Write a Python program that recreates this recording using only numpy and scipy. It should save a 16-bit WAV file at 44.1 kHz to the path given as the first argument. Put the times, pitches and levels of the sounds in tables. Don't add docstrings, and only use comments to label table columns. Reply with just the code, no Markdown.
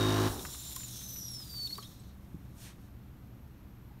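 import sys
import numpy as np
from scipy import signal
from scipy.fft import rfft, irfft
from scipy.io import wavfile

SR = 44100
rng = np.random.default_rng(int(sys.argv[2]) if len(sys.argv) > 2 else 0)


def int16_out(signal):
    q = np.round(np.clip(np.atleast_2d(signal).T, -1, 1) * 32767)
    wavfile.write(sys.argv[1], SR, q.astype(np.int16))


def makeup_ratio(level_db):
    decades = np.asarray(level_db, float) / 20
    return 10 ** decades


N = 176400

# (order, level/dB)
SHAFT_ORDERS = [(1, -14), (2, 0), (3, -8), (4, -13), (5, -5), (6, -6), (7, -2.5), (8, -11), (9, -16),
                (10, -14), (11, -20), (12, -18), (13, -13), (14, -29), (15, -25), (16, -24), (17, -23),
                (18, -23), (19, -25), (20, -11), (21, -20), (22, -16), (23, -29), (24, -27), (25, -26),
                (26, -19), (27, -19), (28, -21), (29, -30), (30, -23), (31, -24), (32, -25)]
# (f/Hz, level/dB, T60/s)
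HOUSING_MODES = [(2990, -41, 0.023), (3850, -33.5, 0.0065), (4740, -34, 0.011), (5670, -36, 0.014)]
# (f/Hz, level/dB, T60/s)
VALVE_MODES = [(1100, -42, .02), (1450, -36, .022), (1700, -36, .022)]
# (f/Hz, density level/dB per Hz)
RATTLE_SPECTRUM = [(90, -19), (368, -5.5), (480, -14.5), (1000, -7.5), (1700, -15.5), (2200, -21),
                   (3830, -17), (15600, -33)]
# (t/s, f/Hz, level/dB)
ROTOR_WHINE = [
    (0, 3756, -39.5),
    (.11, 3726, -42),
    (.16, 3816, -47.5),
    (.27, 3910, -52),
    (.33, 3880, -63),
]
PUMP_HZ, PUMP_DB, RATTLE_DB, RATTLE_GATE = 52.58, -33.5, -37.5, 0.2
WOBBLE_DB, KNOCK_SPREAD_DB, VALVE_LAG_TURNS = .6, 1.8, .6
OFF_S, COAST_S, COAST_LOSS, OFF_DROP_DB, TONE_DROP_DB = .275, .16, 1.04, -3, -7
RATTLE_SPLIT_HZ, BRIGHT_COAST_S, RUMBLE_DB, RUMBLE_S = 1250, 0.079, -45, 0.18

# (t/s, level/dB)
FLOW_LEVEL = [
    (0, -54),
    (.3, -49),
    (.85, -51),
    (.97, -51.5),
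    (1.3, -56),
    (1.42, -55),
    (1.8, -57.5),
    (1.9, -63.5),
    (2.14, -77.5),
    (2.6, -78),
]
# (f/Hz, density level/dB per Hz)
HISS_SPECTRUM = [(500, -12), (1500, -14), (2800, -22), (3500, -17), (7110, -2.5), (10400, -3),
                 (12200, -6.5), (15600, -6)]
# (f/Hz, width/Hz, level/dB)
PASSAGE_MODES = [(3820, 1150, -5), (5460, 1100, -6), (6930, 600, -13), (9890, 100, -11.5),
                 (11700, 250, -14), (12630, 460, -10)]
HISS_DB, SEEP_DB, SEEP_END_S = 2.5, -69.5, 2.17

# (t/s, f/Hz, level/dB, roughness 0-1)
DRY_WHISTLE = [(.47, 7180, -47, 0.8), (.52, 7240, -51.5, 0.64), (0.749, 7200, -54.5, 0.9),
               (0.849, 7130, -46.5, 0.44), (.865, 6820, -59, 1.1), (0.961, 6330, -55.5, 1),
               (1.08, 6134, -50.5, 0.3), (1.259, 5774, -46, 0.25), (1.38, 5305, -46, 0.42),
               (1.452, 4870, -53, 0.47), (1.6, 4492, -40, 0.01), (1.667, 4450, -36, 0.06)]
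# (t/s, f/Hz, level/dB, roughness 0-1)
WET_WHISTLE = [
    (1.678, 4200, -54, .5),
    (1.697, 4240, -45.5, 0.22),
    (1.706, 4430, -44, .2),
    (1.713, 4270, -50, 0.3),
    (1.735, 4440, -40.5, 0),
    (1.752, 4480, -47, 0.32),
    (1.766, 4720, -47, 0.1),
    (1.797, 4400, -54, .3),
    (1.82, 4170, -64, 0.9),
]
# (f/Hz, level/dB)
OVERTONE_RADIATION = [(8900, -28), (10300, -12), (11000, -9), (11700, -5), (12700, -1), (13400, -20),
                      (14000, -12), (15500, -18)]
WHISTLE_WIDTH_HZ, HALO_WIDTH_HZ, HALO_DB, BREAKUP_DB = 70, 400, -6, 2.5
WATER_IN_S, OVERTONES_START_S, CUTOFF_HZ = 1.668, .88, 15720

# (t/s, level/dB, f/Hz)
WHISTLE_DROPS = [(.978, -45, 5500), (1.008, -44, 5400), (1.041, -41, 5400), (1.06, -43, 5400),
                 (1.092, -41, 5350), (1.12, -45, 5500), (1.144, -41, 5450), (1.17, -45, 5500),
                 (1.192, -39, 5450), (1.2, -42, 5500), (1.212, -43, 5500), (1.227, -35, 5400),
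                 (1.254, -40, 5450), (1.282, -32, 5250), (1.348, -38, 5150), (1.358, -38, 5200)]
# (t/s, level/dB, f/Hz)
WATER_SPUTTERS = [(0.394, -37.5, 3600), (.857, -46, 3760), (1.674, -35.5, 3650), (1.682, -46, 4600),
                  (1.754, -40, 3860), (1.762, -45, 4600), (1.815, -50, 3900), (1.826, -42.5, 3190),
                  (1.833, -44, 4000), (1.843, -45, 3300), (1.848, -45, 3700), (1.856, -44, 3680),
                  (1.862, -46, 3650), (1.83, -48, 4900), (0.99, -45, 5600), (1.826, -46, 6450),
                  (1.873, -50, 6000), (1.797, -49, 5330), (1.838, -46, 5330), (1.754, -46, 5330),
                  (1.6, -47, 6400), (1.676, -47, 7300), (2, -50, 7900)]
DROP_T60_S, DROP_RISE, SPUTTER_T60_S, SPUTTER_RISE = .022, 12, .03, 3.0
SPRAY_START_S, SPRAY_END_S, SPRAY_PER_S, SPRAY_DB, SPRAY_UNDER = .88, 1.3, 300, -45, .14

# (t/s, peak level/dB, f/Hz, sharp edge level/dB)
BAR_CREAKS = [(.392, -44, 3300, -14), (.485, -50, 1000, -20), (.715, -50, 2000, -20),
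              (1.48, -53, 1500, -20), (.545, -50.5, 2490, -20), (.45, -35, 1220, -9),
              (0.545, -46, 1230, -8), (0.761, -40, 3530, 16.5), (.8, -46.5, 1510, 4),
              (0.831, -43, 2590, -12), (.956, -55, 1000, -6), (1.011, -50, 1500, -6),
              (1.159, -45, 2290, -17), (1.4, -52, 982, -17), (1.536, -48, 1164, -8),
              (1.59, -49.5, 1090, -14), (1.67, -49, 4100, 10), (1.752, -49, 3580, -7),
              (1.706, -48.5, 2110, -4), (1.777, -50, 2690, 15), (1.782, -41, 840, -20),
              (1.829, -44.5, 3180, -10)]
CREAK_T60_S, EDGE_T60_S, CREAK_SPREAD, CREAK_TONE_DB = .035, .025, 1.7, -8
# (t/s, level/dB, f/Hz)
TABLE_BUMPS = [
    (0.765, -37, 1055),
    (1.783, -33, 1137),
    (1.79, -42.5, 1250),
    (1.783, -44, 400),
    (2.344, -34, 167),
    (2.345, -42.5, 303),
    (3.91, -52, 840),
    (.452, -44, 1500),
    (.452, -44, 1150),
    (.393, -47, 2400),
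]
BUMP_CYCLES, BUMP_T60_S = 12, .022

# (f/Hz, density level/dB per Hz)
SLEEVE_SPECTRUM = [(500, -8), (1200, -4.5), (3000, -2.5), (9010, -3), (12500, -6.5), (15600, -14)]
SLEEVE_S, SLEEVE_WIDTH_S, SLEEVE_LAG_S, SLEEVE_AFTER_S = 2.638, .045, .011, 2.83
SLEEVE_DB, SLEEVE_AFTER_DB = -51.5, -19.5

# (f/Hz, density level/dB per Hz)
AIR_SPECTRUM = [(20, -14), (45, -2), (119, -3), (300, -11.5), (450, -22.5), (1200, -27), (3000, -37),
                (8000, -45.5), (15600, -44.5)]
# (f/Hz, width/Hz, level/dB)
VENTILATION_HUMS = [(64.3, 16, -58.5), (119.7, 14, -55.5), (194, 14, -62.5), (12360, 1500, -75.5)]
# (f/Hz, width/Hz, level/dB)
SPECTRAL_DIPS = [(4826, 290, -6.5), (7610, 330, -6.5), (10480, 380, -14.5)]
AIR_DB, AIR_DIP_SHARE, ROOM_T60_S, ROOM_DB = -52.5, 0.39, .4, -22
# (t/s, low f/Hz, high f/Hz, level/dB)
ANTIPHASE_BURSTS = [
    (.36, 8900, 10400, -62),
    (1.36, 5100, 6300, -48),
    (1.523, 5700, 7600, -64),
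    (1.523, 8300, 9700, -64),
    (1.964, 4200, 5200, -76),
    (1.964, 9600, 11000, -78),
]
BURST_S = .009
TICK_START_S, TICK_EVERY_S, TICK_DB = .1, .10238, -52


def pump():
    after = np.maximum(np.arange(N) / SR - OFF_S, 0)
    speed = np.exp(-(after / COAST_S) ** 2 / 2)
    turns = np.cumsum(PUMP_HZ * speed) / SR
    tone = 0
    for order, db in SHAFT_ORDERS:
        phase = 2 * np.pi * (order * turns + rng.random())
        tone = tone + makeup_ratio(db + WOBBLE_DB * drift(8)) * np.sin(phase)
    knocks = mode_knocks(turns, HOUSING_MODES, 0) + mode_knocks(turns, VALVE_MODES, VALVE_LAG_TURNS)
    tone_drop = makeup_ratio(TONE_DROP_DB * np.minimum(after / 0.012, 1))
    tonal = tone_drop * (makeup_ratio(PUMP_DB) * np.sqrt(2) * tone + knocks)

    rattle = coloured(RATTLE_SPECTRUM)
    dull = signal.sosfiltfilt(signal.butter(2, RATTLE_SPLIT_HZ, fs=SR, output="sos"), rattle)
    rattle = dull + (rattle - dull) * np.exp(-after / BRIGHT_COAST_S)
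    gust = 1 + RATTLE_GATE * np.cos(2 * np.pi * (turns + 1.12))

    switch_loss = makeup_ratio(OFF_DROP_DB * (1 - np.exp(-after / 0.011)))
    loss = switch_loss * np.exp(-COAST_LOSS * after / COAST_S) * np.sqrt(speed)
    return loss * (tonal + makeup_ratio(RATTLE_DB) * gust * rattle) + coasting_rumble(after) + rotor_whine(after)


def mode_knocks(turns, modes, lag):
    strikes = np.diff(np.floor(turns + .5 - lag), prepend=np.floor(.5 - lag))
    out = 0
    for hz, db, t60 in modes:
        force = makeup_ratio(db + KNOCK_SPREAD_DB * rng.standard_normal(N))
        out = out + ring(strikes * force, hz, t60)
    return out


def coasting_rumble(after):
    noise = narrow(68, 40) + 0.82 * narrow(325, 210)
    return makeup_ratio(RUMBLE_DB) * noise * np.minimum(after / 0.035, 1) * np.exp(-(after / RUMBLE_S) ** 2)


def rotor_whine(after):
    hz, db = in_time(ROTOR_WHINE)
    sine = np.sin(2 * np.pi * np.cumsum(hz) / SR)
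    return np.sqrt(2) * makeup_ratio(db + 0.5 * drift(25)) * sine * (after < .06)


def vent_hiss():
    flow_db, = in_time(FLOW_LEVEL)
    t = np.arange(N) / SR
    hiss = makeup_ratio(HISS_DB) * coloured(HISS_SPECTRUM)
    for hz, width_hz, db in PASSAGE_MODES:
        hiss = hiss + makeup_ratio(db + 1.45 * drift(11)) * narrow(hz, width_hz)
    shut = np.clip((2.9 - t) / .3, 0, 1)
    seep = makeup_ratio(SEEP_DB) * (narrow(4000, 1500) + 0.43 * narrow(6100, 1400))
    seep = seep * np.clip((SEEP_END_S - t) / 0.073, 0, 1)
    return seep + shut * makeup_ratio(flow_db + 1.0 * drift(21)) * hiss


def vent_whistle():
    t = np.arange(N) / SR
    hz, db, rough = in_time(DRY_WHISTLE + WET_WHISTLE)
    wet = t > WATER_IN_S
    breakup = 1 - .6 * (t > .5) * ~wet
    db = db + breakup * BREAKUP_DB * drift(45) - 9 * (t < .5) - 6 * (t < .45)
    hz = hz * (1 + .009 * wet * drift(60))
    rough = np.clip(rough, 0, 1)
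    phase = 2 * np.pi * np.cumsum(hz) / SR
    out = 0
    for k in (1, 2, 3):
        breathy = complex_drift(k * WHISTLE_WIDTH_HZ)
        halo = complex_drift(k * HALO_WIDTH_HZ / 2)
        gain_db = 0
        if k > 1:
            gain_db = at_hz(OVERTONE_RADIATION, k * hz) - 200 * (k * hz > CUTOFF_HZ) - 8 * wet
            gain_db = gain_db - 15 * (t < OVERTONES_START_S) - 6 * (t < 1.08) + 2.5 * drift(25)
        blur = np.clip(rough + (k > 1) * (t < 1.08), 0, 1)
        voice = np.sqrt(1 - blur ** 2) + blur * breathy + makeup_ratio(HALO_DB) * np.sqrt(k * blur) * halo
        out = out + makeup_ratio(db + gain_db) * np.real(voice * np.exp(1j * k * phase))
    return np.sqrt(2) * out * (t > .28) * (t < 1.88)


def water_drops():
    out = np.zeros(N + SR)
    times, pitch = np.transpose(DRY_WHISTLE)[:2]
    span = SPRAY_END_S - SPRAY_START_S
    spray = []
    for when, soft, under in rng.random((int(SPRAY_PER_S * span), 3)):
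        s = SPRAY_START_S + span * when
        hz = np.interp(s, times, pitch) * (1 - SPRAY_UNDER * (0.21 + under))
        spray.append((s, SPRAY_DB - 10 * soft, hz))
    for s, db, hz in WHISTLE_DROPS + spray:
        add(out, s, blip(db, hz, DROP_T60_S, DROP_RISE))
    for s, db, hz in WATER_SPUTTERS:
        add(out, s, blip(db, hz, SPUTTER_T60_S, SPUTTER_RISE))
    return out[:N]


def bar_creaks():
    t = np.arange(SR // 10) / SR
    out = np.zeros(N + SR)
    bright = signal.butter(1, 6000, "high", fs=SR, output="sos")
    for s, db, hz, edge_db in BAR_CREAKS:
        white = rng.standard_normal((2, len(t)))
        limits = [hz / CREAK_SPREAD, hz * CREAK_SPREAD]
        body = signal.sosfilt(signal.butter(2, limits, "band", fs=SR, output="sos"), white[0])
        knock = rms_one(body) * makeup_ratio(db - 60 * t / CREAK_T60_S) * (1 - np.exp(-t / 0.0026))
        knock = knock + blip(db + CREAK_TONE_DB, hz, CREAK_T60_S)
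        edge = signal.sosfilt(bright, white[1]) * makeup_ratio(db + edge_db - 60 * t / EDGE_T60_S)
        add(out, s, knock + edge * (1 - np.exp(-t / 0.0019)))
    return out[:N]


def table_bumps():
    out = np.zeros(N + SR)
    for s, db, hz in TABLE_BUMPS:
        add(out, s, blip(db, hz, BUMP_T60_S + BUMP_CYCLES / hz, attack_s=0.0009))
    return out[:N]


def sleeve():
    t = np.arange(N) / SR
    spectrum = rfft(coloured(SLEEVE_SPECTRUM))
    octave = np.log2(12000 / (np.arange(N // 2 + 1) * SR / N + 1))
    out = 0
    for k in range(6):
        weight = np.clip(1 - np.abs(np.clip(octave, 0, 5) - k), 0, 1)
        band = irfft(spectrum * weight, N)
        for s, db in ((SLEEVE_S, 0), (SLEEVE_AFTER_S, SLEEVE_AFTER_DB)):
            out = out + makeup_ratio(db) * band * np.exp(-((t - s - k * SLEEVE_LAG_S) / SLEEVE_WIDTH_S) ** 2 / 2)
    return makeup_ratio(SLEEVE_DB) * out


def room(x):
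    t = np.arange(SR // 2) / SR
    tail = signal.lfilter([1], [1, -.7], rng.standard_normal(len(t)))
    tail = tail * makeup_ratio(-60 * t / ROOM_T60_S) * (t > .008)
    return x + makeup_ratio(ROOM_DB) * signal.fftconvolve(x, tail / np.sqrt(np.sum(tail ** 2)))[:N]


def dipped(x, share):
    f = np.arange(N + 1) * SR / N / 2
    dip_db = sum(db / (1 + (2 * (f - hz) / w) ** 2) for hz, w, db in SPECTRAL_DIPS)
    return irfft(rfft(x, 2 * N) * makeup_ratio(share * dip_db), 2 * N)[:N]


def ventilation():
    hums = sum(makeup_ratio(db) * narrow(hz, w) for hz, w, db in VENTILATION_HUMS)
    return makeup_ratio(AIR_DB) * coloured(AIR_SPECTRUM) + hums


def antiphase_bursts():
    t, out = np.arange(N) / SR, 0
    white = rng.standard_normal(N)
    for s, low, high, db in ANTIPHASE_BURSTS:
        band = signal.sosfilt(signal.butter(6, [low, high], "band", fs=SR, output="sos"), white)
        out = out + makeup_ratio(db) * rms_one(band) * np.exp(-((t - s) / BURST_S) ** 2 / 2)
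    return out * [[1], [-1]]


def electric_ticks():
    ticks = np.zeros(N)
    at = (np.arange(TICK_START_S, N / SR, TICK_EVERY_S) * SR).astype(int)
    ticks[at] = makeup_ratio(TICK_DB + 2 * rng.standard_normal(len(at)))
    return 2.5 * signal.sosfilt(signal.butter(2, 12500, "high", fs=SR, output="sos"), ticks)


def rms_one(x):
    return x / np.sqrt(np.mean(np.abs(x) ** 2) + 1e-20)


def in_time(rows):
    s, *columns = np.transpose(rows)
    return [np.interp(np.arange(N) / SR, s, c) for c in columns]


def at_hz(points, hz):
    f, db = np.transpose(points)
    return np.interp(np.log(hz), np.log(f), db)


def coloured(points):
    gain = makeup_ratio(at_hz(points, np.arange(N // 2 + 1) * SR / N + 1))
    return rms_one(irfft(rfft(rng.standard_normal(N)) * gain, N))


def narrow(hz, width_hz):
    f = np.arange(N // 2 + 1) * SR / N
    return rms_one(irfft(rfft(rng.standard_normal(N)) / (1 + (2 * (f - hz) / width_hz) ** 2), N))


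def drift(rate):
    return narrow(0, 2 * rate)


def complex_drift(rate):
    return (drift(rate) + 1j * drift(rate)) / np.sqrt(2)


def ring(clicks, hz, t60):
    r, w = makeup_ratio(-60 / (t60 * SR)), 2 * np.pi * hz / SR
    return signal.lfilter([0, np.sin(w)], [1, -2 * r * np.cos(w), r * r], clicks + 1e-18)


def blip(db, hz, t60, rise=0., attack_s=0.00048):
    t = np.arange(SR // 10) / SR
    envelope = makeup_ratio(db - 60 * t / t60) * (1 - np.exp(-t / attack_s))
    return envelope * np.sin(2 * np.pi * hz * t * (1 + rise * t / 2))


def add(out, s, x):
    out[int(s * SR):int(s * SR) + len(x)] += x


def scene():
    sealer = pump() + vent_hiss() + vent_whistle()
    near = sealer + water_drops() + bar_creaks() + table_bumps() + sleeve()
    mono = dipped(room(near), 0.96) + dipped(ventilation(), AIR_DIP_SHARE)
    return np.tile(mono, (2, 1))


def roll_off(x):
    return signal.sosfilt(signal.butter(12, 15720, fs=SR, output="sos"), x)


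def record(dry):
    f = np.arange(N + 1) * SR / N / 2
    mix = dry + electric_ticks() + antiphase_bursts()
    mix = irfft(rfft(mix, 2 * N) * (f < CUTOFF_HZ), 2 * N)[:, :N]
    return roll_off(mix)


dry = scene()
out = record(dry)
int16_out(out)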